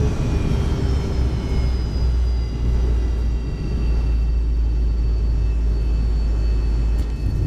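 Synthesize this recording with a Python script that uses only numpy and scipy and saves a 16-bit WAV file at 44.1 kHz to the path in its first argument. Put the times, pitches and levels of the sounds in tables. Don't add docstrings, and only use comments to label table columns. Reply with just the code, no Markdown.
import sys
import numpy as np
from scipy import signal
from scipy.io import wavfile
from scipy.ndimage import uniform_filter1d

SR = 44100
rng = np.random.default_rng(int(sys.argv[2]) if len(sys.argv) > 2 else 0)


def unload_wav(signal):
    wavfile.write(
        sys.argv[1],
        SR,
        np.round(np.clip(np.atleast_2d(signal).T, -1, 1) * 32767).astype(np.int16),
    )


N = 328986
TIME_S = np.arange(N) / SR

# freq_hz, relative_density_db
HAND_SPECTRUM = [(20, 1), (60, -4), (90, 6), (125, 9), (175, -26), (260, -1.5), (400, -35), (520, -39)]
LIGHT_TICK_SPECTRUM = [(2000, -10), (3500, 13), (6000, -1), (10000, 9), (15000, -1)]
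FIRM_TICK_SPECTRUM = [(900, 3), (2000, -4), (3600, 0), (5000, -3), (8000, -17), (13000, -27)]
ROAR_SPECTRUM = [(250, 7.5), (400, 2), (520, 6), (640, 0), (850, -2.5), (1100, -10.5), (1400, -6.5),
                 (1900, -10), (2600, -12), (3300, -12), (4200, -24.5), (6000, -46)]
HISS_SPECTRUM = [(2500, -4), (3600, -23), (4400, 1.5), (5200, -1), (6000, 0.5), (7000, -4.5), (8500, -8),
                 (10500, -15), (13000, -15.5), (15000, -23.5)]
TYRE_SPECTRUM = [(15, -5.5), (25, 5.5), (38, 2.5), (55, 4.5), (80, 1), (105, 3), (150, 0), (190, -8),
                 (260, -4.5), (330, -15.5), (410, -16), (480, -34), (700, -46.5)]
# start_s, relative_db, t60_s, brightness (0-1)
TICKS = [(.36, -50, .15, .9), (.505, -46, .2, .8), (.532, -44, .2, .8), (1.490, -43, .09, .95),
         (1.52, -52, .2, 1), (2.841, -50, .12, .9), (3.174, -53, .2, 1), (3.187, -52, .15, .95),
         (3.25, -53, .08, 1), (5.808, -46, .12, .7), (5.843, -53, .2, .9), (7.019, -38, .15, .16),
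         (7.100, -28, .02, .02), (7.157, -49, .15, 1), (7.195, -48, .15, .95), (7.258, -46, .13, .9),
         (7.295, -46.5, .15, 1), (7.352, -46, .12, .9), (7.368, -48, .08, .8), (7.42, -50, .15, 1)]
# start_s, relative_db, ring_re_contact_db
KNOCKS = [(6.978, -58, -13), (6.985, -49, -10), (6.995, -45, -16), (7.007, -50, -23), (7.021, -54, -28)]
# freq_hz, gain_db, t60_s
CASE_MODES = [(7420, -3, .04), (9600, -3, .02), (12700, -9, .015), (14870, -5, .012)]
# time_s, relative_db
AIRFLOW = [(0.08, -38), (0.21, -37), (0.48, -38.5), (0.5, -36.5), (1.45, -40.5), (1.54, -39.5),
           (1.88, -42.5), (2.02, -42), (2.49, -46), (2.79, -42.5), (3.46, -47), (3.99, -43), (4.35, -49.5),
           (6.75, -44), (6.9, -45)]
# freq_hz, width_hz, level_re_roar_db
PANEL_MODES = [(407, 33, -8.5), (869, 140, -9), (1145, 37, -15.5), (1351, 63, -15)]
# time_s, level_db
TYRE_LEVEL = [(0, -18), (.7, -17), (1.5, -19.5), (2.2, -24), (2.55, -24), (2.85, -18.5), (3.4, -22),
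              (4, -24.5), (4.5, -25.5), (5, -22.5), (7.46, -23.5)]
FLOOR_LEVEL = [(0, -48), (2.1, -50), (2.65, -47), (2.9, -40), (3.2, -42), (3.35, -49), (3.9, -44),
               (4.5, -50), (5.3, -46), (6.5, -46), (7.46, -50)]
# time_s, pitch_hz, relative_db
ACCESSORY_HUM = [(0, 428, -30), (.07, 424, -30), (.15, 416, -43), (.3, 405, -43), (.45, 401, -36),
                 (.65, 395, -36), (1.15, 391, -35), (1.35, 388, -40), (1.5, 386, -39), (1.7, 385, -42),
                 (2.2, 382, -46), (3, 378, -39.5), (3.35, 376, -46), (3.6, 375, -41), (4, 373, -45),
                 (5.5, 368, -45), (6.3, 366, -45), (6.65, 365, -40), (6.85, 365, -46), (7.3, 364, -48),
                 (7.46, 364, -39)]
# shaft_order, high_speed_db, mid_speed_db, low_speed_db, idle_db
LEFT_ORDERS = [(34, -58, -72, -76, -72), (56, -60, -68, -71, -66), (62, -72, -74, -81, -73),
               (66, -59, -63, -73, -72), (68, -62, -69, -77, -74), (86, -60, -76, -82, -82),
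               (90, -61, -76, -76, -71), (96, -72, -67, -80, -77), (100, -68, -66, -67, -70),
               (102, -69, -70, -72, -66), (116, -65, -79, -81, -75), (130, -73, -72, -73, -67),
               (136, -82, -81, -81, -75), (144, -90, -90, -85, -80), (146, -86, -80, -85, -79),
               (164, -83, -79, -80, -80), (170, -88, -89, -81, -81), (178, -92, -92, -84, -86)]
RIGHT_ORDERS = [(48, -59, -62, -66, -65), (56, -64, -64, -69, -74), (62, -70, -76, -81, -77),
                (66, -71, -68, -74, -78), (68, -65, -68, -74, -80), (82, -62, -63, -65, -66),
                (100, -73, -72, -78, -77)]
# time_s, relative_db
HIGH_WHINE = [(0, -51), (.12, -56), (.26, -54), (.37, -50), (.44, -59), (.53, -50), (.6, -56), (.7, -62),
              (.78, -51), (.85, -52), (.9, -46.5), (.94, -50), (1.03, -47.5), (1.1, -59), (1.14, -46.5),
              (1.31, -56), (1.5, -50), (1.68, -46.5), (1.83, -43.5), (1.91, -51), (1.96, -42.5),
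              (2.05, -44), (2.09, -51), (2.15, -49), (2.22, -58), (2.28, -45.5), (2.36, -49.5),
              (2.44, -46.5), (2.55, -53), (2.67, -59), (2.85, -56), (2.96, -62), (3.22, -56), (3.4, -57.5),
              (3.63, -51.5), (4.1, -55), (4.55, -59.5), (5.1, -54), (5.45, -56), (5.56, -67), (5.72, -61),
              (5.76, -53.5), (5.85, -57), (5.96, -50.5), (6.12, -54.5), (6.19, -48.5), (6.33, -59),
              (6.48, -46), (6.57, -56.5), (6.69, -47.5), (6.79, -57), (6.82, -51.5), (6.91, -60),
              (7.03, -50), (7.1, -63), (7.22, -52), (7.28, -62), (7.31, -50.5), (7.35, -61), (7.46, -58)]
MID_WHINE = [(0, -56), (.38, -62), (.55, -49.5), (1, -53), (1.15, -59), (1.55, -51.5), (1.85, -66),
             (2.7, -58), (2.82, -66), (3.8, -51.5), (4.05, -53), (4.6, -63), (5.4, -61), (5.53, -54),
             (5.65, -59), (5.98, -54), (6.1, -67), (6.25, -54), (6.55, -57), (6.75, -54), (7, -60),
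             (7.2, -54), (7.46, -60)]
LOW_WHINE = [(0, -55), (.48, -47), (.75, -67), (1.1, -56.5), (1.38, -56.5), (1.5, -48.5), (1.59, -45),
             (1.7, -51), (1.85, -61), (2.05, -67), (2.35, -57), (3.2, -58), (4, -59.5), (4.6, -68),
             (5.4, -66), (6.5, -61), (7.46, -61)]
# time_s, depth (0-1)
FLUTTER = [(0, .25), (2, .15), (3.2, .25), (3.8, .38), (4.2, .34), (4.6, .2), (7.46, .24)]
# freq_hz, width_hz, gain_db
CABIN_BOOM = [(58.15, 6.1, -14)]

SHAFT_STEPS_HZ = (64, 57.5, 55.3, 54.5)
IN_PHASE_S = 2.2
LIFT_START_S, LIFT_DURATION_S = 7.02, 0.16
LIFT_THROB_DB, LIFT_AIRBORNE_DB = -6, -3


def from_db(db):
    return 10 ** (np.asarray(db) / 20)


def unit_rms(x):
    return x / np.sqrt(np.mean(x ** 2) + 1e-20)


def curves(rows):
    time_s, *columns = np.transpose(rows)
    return [np.interp(TIME_S, time_s, column) for column in columns]


def drift(rate_hz):
    hop, settle = 40, 2000
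    pole = np.exp(-2 * np.pi * rate_hz * hop / SR)
    white = rng.standard_normal(N // hop + settle + 2)
    slow = signal.lfilter([1], [1, -2 * pole, pole * pole], white)[settle:]
    return np.interp(np.arange(N) / hop, np.arange(len(slow)), unit_rms(slow))


def banded_noise(spectrum, swell_db, swell_hz):
    freq_hz, density_db = np.transpose(spectrum)
    edges_hz = 2 ** np.arange(4, 14.2, 1 / 3)
    white, out = rng.standard_normal((2, N + SR)), 0
    for k, (low, high) in enumerate(zip(edges_hz, edges_hz[1:])):
        if high > freq_hz[0] and low < freq_hz[-1]:
            bandpass = signal.butter(2, [low, high], "band", fs=SR, output="sos")
            band = signal.sosfilt(bandpass, white[k % 2])[SR:]
            level_db = np.interp(np.log(low * high) / 2, np.log(freq_hz), density_db)
            out = out + band * from_db(level_db + swell_db * drift(swell_hz))
    return unit_rms(out)


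def resonant_noise(freq_hz, width_hz):
    edges_hz = [freq_hz - width_hz / 2, freq_hz + width_hz / 2]
    bandpass = signal.butter(1, edges_hz, "band", fs=SR, output="sos")
    return unit_rms(signal.sosfilt(bandpass, rng.standard_normal(N)))


def ring(force, freq_hz, t60_s):
    radius, step_rad = from_db(-60 / (t60_s * SR)), 2 * np.pi * freq_hz / SR
    feedback = [1, -2 * radius * np.cos(step_rad), radius ** 2]
    return signal.lfilter([0, np.sin(step_rad)], feedback, force + 1e-18)


def phase_rad(freq_hz):
    turns = np.cumsum(freq_hz) / SR
    return 2 * np.pi * (turns - turns[round(IN_PHASE_S * SR)])


def rough_tone(angle_rad, scatter, waver_hz):
    in_phase = (1 + scatter * drift(waver_hz)) * np.cos(angle_rad)
    quadrature = scatter * drift(waver_hz) * np.sin(angle_rad)
    return unit_rms(in_phase + quadrature)


def lift_gain(final_db):
    return from_db(final_db * np.clip((TIME_S - LIFT_START_S) / LIFT_DURATION_S, 0, 1))


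def stick_slip(slips_per_s, spread_db, share):
    sizes = from_db(spread_db * np.minimum(rng.exponential(1, N), 4))
    slips = sizes * (rng.random(N) < slips_per_s / SR)
    bursts = signal.lfilter([1], [1, -np.exp(-1000 / SR)], slips + 1e-18)
    return unit_rms(1 - share + share * unit_rms(bursts))


def plastic_ticks(attack_s, gain_db):
    bright, dull = np.zeros((2, N))
    for start_s, level_db, t60_s, brightness in TICKS:
        start = round(start_s * SR)
        age_s = TIME_S[:N - start]
        envelope = from_db(level_db - 60 * age_s / t60_s) * (1 - np.exp(-age_s / attack_s))
        bright[start:] += brightness * envelope
        dull[start:] += 2 * (1 - brightness) * envelope
    light = banded_noise(LIGHT_TICK_SPECTRUM, swell_db=1.5, swell_hz=66)
    firm = banded_noise(FIRM_TICK_SPECTRUM, swell_db=2, swell_hz=86)
    grit = stick_slip(slips_per_s=900, spread_db=3, share=0.5)
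    return from_db(gain_db) * grit * (bright * light + dull * firm)


def window_knock(scuff_s, clack_gain_db, thump_gain_db):
    scuff, strike, push = np.zeros((3, N))
    for start_s, level_db, ring_db in KNOCKS:
        start = round(start_s * SR)
        contact = from_db(level_db) * np.exp(-TIME_S[:N - start] / scuff_s)
        scuff[start:] += contact
        strike[start:] += from_db(ring_db) * contact
        push[start] = from_db(level_db)
    grit = strike * rng.standard_normal(N)
    case = sum(from_db(gain_db) * ring(grit, freq_hz, t60_s) for freq_hz, gain_db, t60_s in CASE_MODES)
    clack = scuff * resonant_noise(freq_hz=3300, width_hz=3600)
    highpass = signal.butter(2, 35, "high", fs=SR, output="sos")
    thump = signal.sosfilt(highpass, ring(push, freq_hz=57, t60_s=0.13))
    return case + from_db(clack_gain_db) * clack + from_db(thump_gain_db) * thump


def hand_slide(start_s, attack_s, level_db):
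    envelope = from_db(level_db) * np.clip((TIME_S - start_s) / attack_s, 0, 1)
    rustle = from_db(-49 + 3.2 * drift(76)) * resonant_noise(freq_hz=10000, width_hz=8200)
    rumble = banded_noise(HAND_SPECTRUM, swell_db=-1, swell_hz=16)
    return envelope * (rumble + rustle)


def hull_air(roar_gain_db, gust_db, hiss_db):
    flow_db, = curves(AIRFLOW)
    panels = sum(from_db(db) * resonant_noise(hz, width_hz) for hz, width_hz, db in PANEL_MODES)
    roar_gain = from_db(flow_db + roar_gain_db + gust_db * drift(29)) * lift_gain(LIFT_AIRBORNE_DB)
    roar = banded_noise(ROAR_SPECTRUM, swell_db=0.7, swell_hz=15)
    hiss_gain = from_db(hiss_db + flow_db - flow_db.mean())
    hiss = banded_noise(HISS_SPECTRUM, swell_db=1.5, swell_hz=9.7)
    return roar_gain * (roar + panels) + hiss_gain * hiss


def wheels():
    tyre_db, = curves(TYRE_LEVEL)
    floor_db, = curves(FLOOR_LEVEL)
    rumble = from_db(tyre_db) * banded_noise(TYRE_SPECTRUM, swell_db=1, swell_hz=4.5)
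    floor = from_db(floor_db) * resonant_noise(freq_hz=421, width_hz=10)
    return rumble + floor


def accessory_hum(gain_db):
    pitch_hz, level_db = curves(ACCESSORY_HUM)
    return from_db(level_db + gain_db) * rough_tone(phase_rad(pitch_hz), scatter=0.15, waver_hz=9.2)


def transmission_db(shaft_hz, levels_db):
    return np.interp(shaft_hz, SHAFT_STEPS_HZ[::-1], levels_db[::-1])


def turbine_whistle(shaft_hz, order, width_hz, levels_db):
    angle_rad = order * phase_rad(shaft_hz)
    band = drift(width_hz) * np.cos(angle_rad) + drift(width_hz) * np.sin(angle_rad)
    return from_db(transmission_db(shaft_hz, levels_db)) * band


def weak_blades(shaft_hz, orders, fade_hz, fade_db=1):
    angle_rad, out = phase_rad(shaft_hz), 0
    for order, *levels_db in orders:
        level_db = transmission_db(shaft_hz, levels_db) + fade_db * drift(fade_hz)
        out = out + from_db(level_db) * rough_tone(order * angle_rad, scatter=0.32, waver_hz=20)
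    return out


def blade_tone(pitch_hz, swell, gain_db, scatter, waver_hz):
    level_db, = curves(swell)
    depth, = curves(FLUTTER)
    flutter = 1 + depth * drift(rate_hz=130)
    return from_db(level_db + gain_db) * flutter * rough_tone(phase_rad(pitch_hz), scatter, waver_hz)


def leading_blades(left_hz, right_hz):
    high = blade_tone(82 * left_hz, HIGH_WHINE, gain_db=-0.56, scatter=0.13, waver_hz=22)
    mid = blade_tone(48 * left_hz, MID_WHINE, gain_db=0.5, scatter=0.24, waver_hz=46)
    low = blade_tone(34 * right_hz, LOW_WHINE, gain_db=0.1, scatter=0.25, waver_hz=22)
    return high + mid + low


def shaft_throb(shaft_hz, second_db, third_db):
    angle_rad = phase_rad(shaft_hz)
    harmonics = from_db(second_db) * np.sin(2 * angle_rad) + from_db(third_db) * np.cos(3 * angle_rad)
    boom = sum(from_db(db) / (1 + 2j * (shaft_hz - hz) / width_hz) for hz, width_hz, db in CABIN_BOOM)
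    return np.sqrt(2) * np.abs(boom) * (np.cos(angle_rad) + harmonics)


def coast_hz(idle_hz, excess_hz, decay_s, shape):
    return idle_hz + excess_hz * np.exp(-(TIME_S / decay_s) ** shape)


def engines():
    left_hz = coast_hz(idle_hz=53.872, excess_hz=16.631, decay_s=2.0, shape=1.04)
    right_hz = coast_hz(idle_hz=53.774, excess_hz=20.628, decay_s=2.108, shape=1.12)
    throb = shaft_throb(left_hz, second_db=-20.5, third_db=-42)
    throb += from_db(-3.5) * shaft_throb(right_hz, second_db=-28.5, third_db=-33)
    faint = weak_blades(left_hz, LEFT_ORDERS, fade_hz=5.1)
    faint += weak_blades(right_hz, RIGHT_ORDERS, fade_hz=2.6)
    whine = leading_blades(left_hz, right_hz)
    whistle = turbine_whistle(left_hz, order=101, width_hz=90, levels_db=(-72, -62, -73, -68))
    return lift_gain(LIFT_THROB_DB) * throb + whine + lift_gain(LIFT_AIRBORNE_DB) * (faint + whistle)


def scene():
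    ticks = plastic_ticks(attack_s=0.0015, gain_db=-8.5)
    knock = window_knock(scuff_s=0.0058, clack_gain_db=3, thump_gain_db=42)
    aircraft = engines() + accessory_hum(gain_db=1) + wheels()
    air = hull_air(roar_gain_db=2, gust_db=0.05, hiss_db=-56)
    hand = hand_slide(start_s=7.19, attack_s=0.047, level_db=-20.5)
    return (ticks + knock + hand + air + aircraft)[None]


def limiter(x, ceiling_db, release_db_per_s, window_s, attack_s):
    level_db = 10 * np.log10(uniform_filter1d(x ** 2, int(window_s * SR)) + 1e-12)
    over_db = np.maximum(level_db - ceiling_db, 0)
    release_db = release_db_per_s * TIME_S
    held_db = np.maximum.accumulate(over_db + release_db, axis=-1) - release_db
    pole = np.exp(-1 / (attack_s * SR))
    return x * from_db(-signal.lfilter([1 - pole], [1, -pole], held_db))


def record(dry):
    crossover_hz, cutoff_hz = 420, 15200
    bass = signal.sosfiltfilt(signal.butter(2, crossover_hz, fs=SR, output="sos"), dry)
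    limited = limiter(bass, ceiling_db=-17, release_db_per_s=14, window_s=0.02, attack_s=0.027)
    lowpass = signal.ellip(10, 0.1, 80, cutoff_hz, fs=SR, output="sos")
    return signal.sosfilt(lowpass, dry - bass + limited)


dry = scene()
out = record(dry)
unload_wav(out)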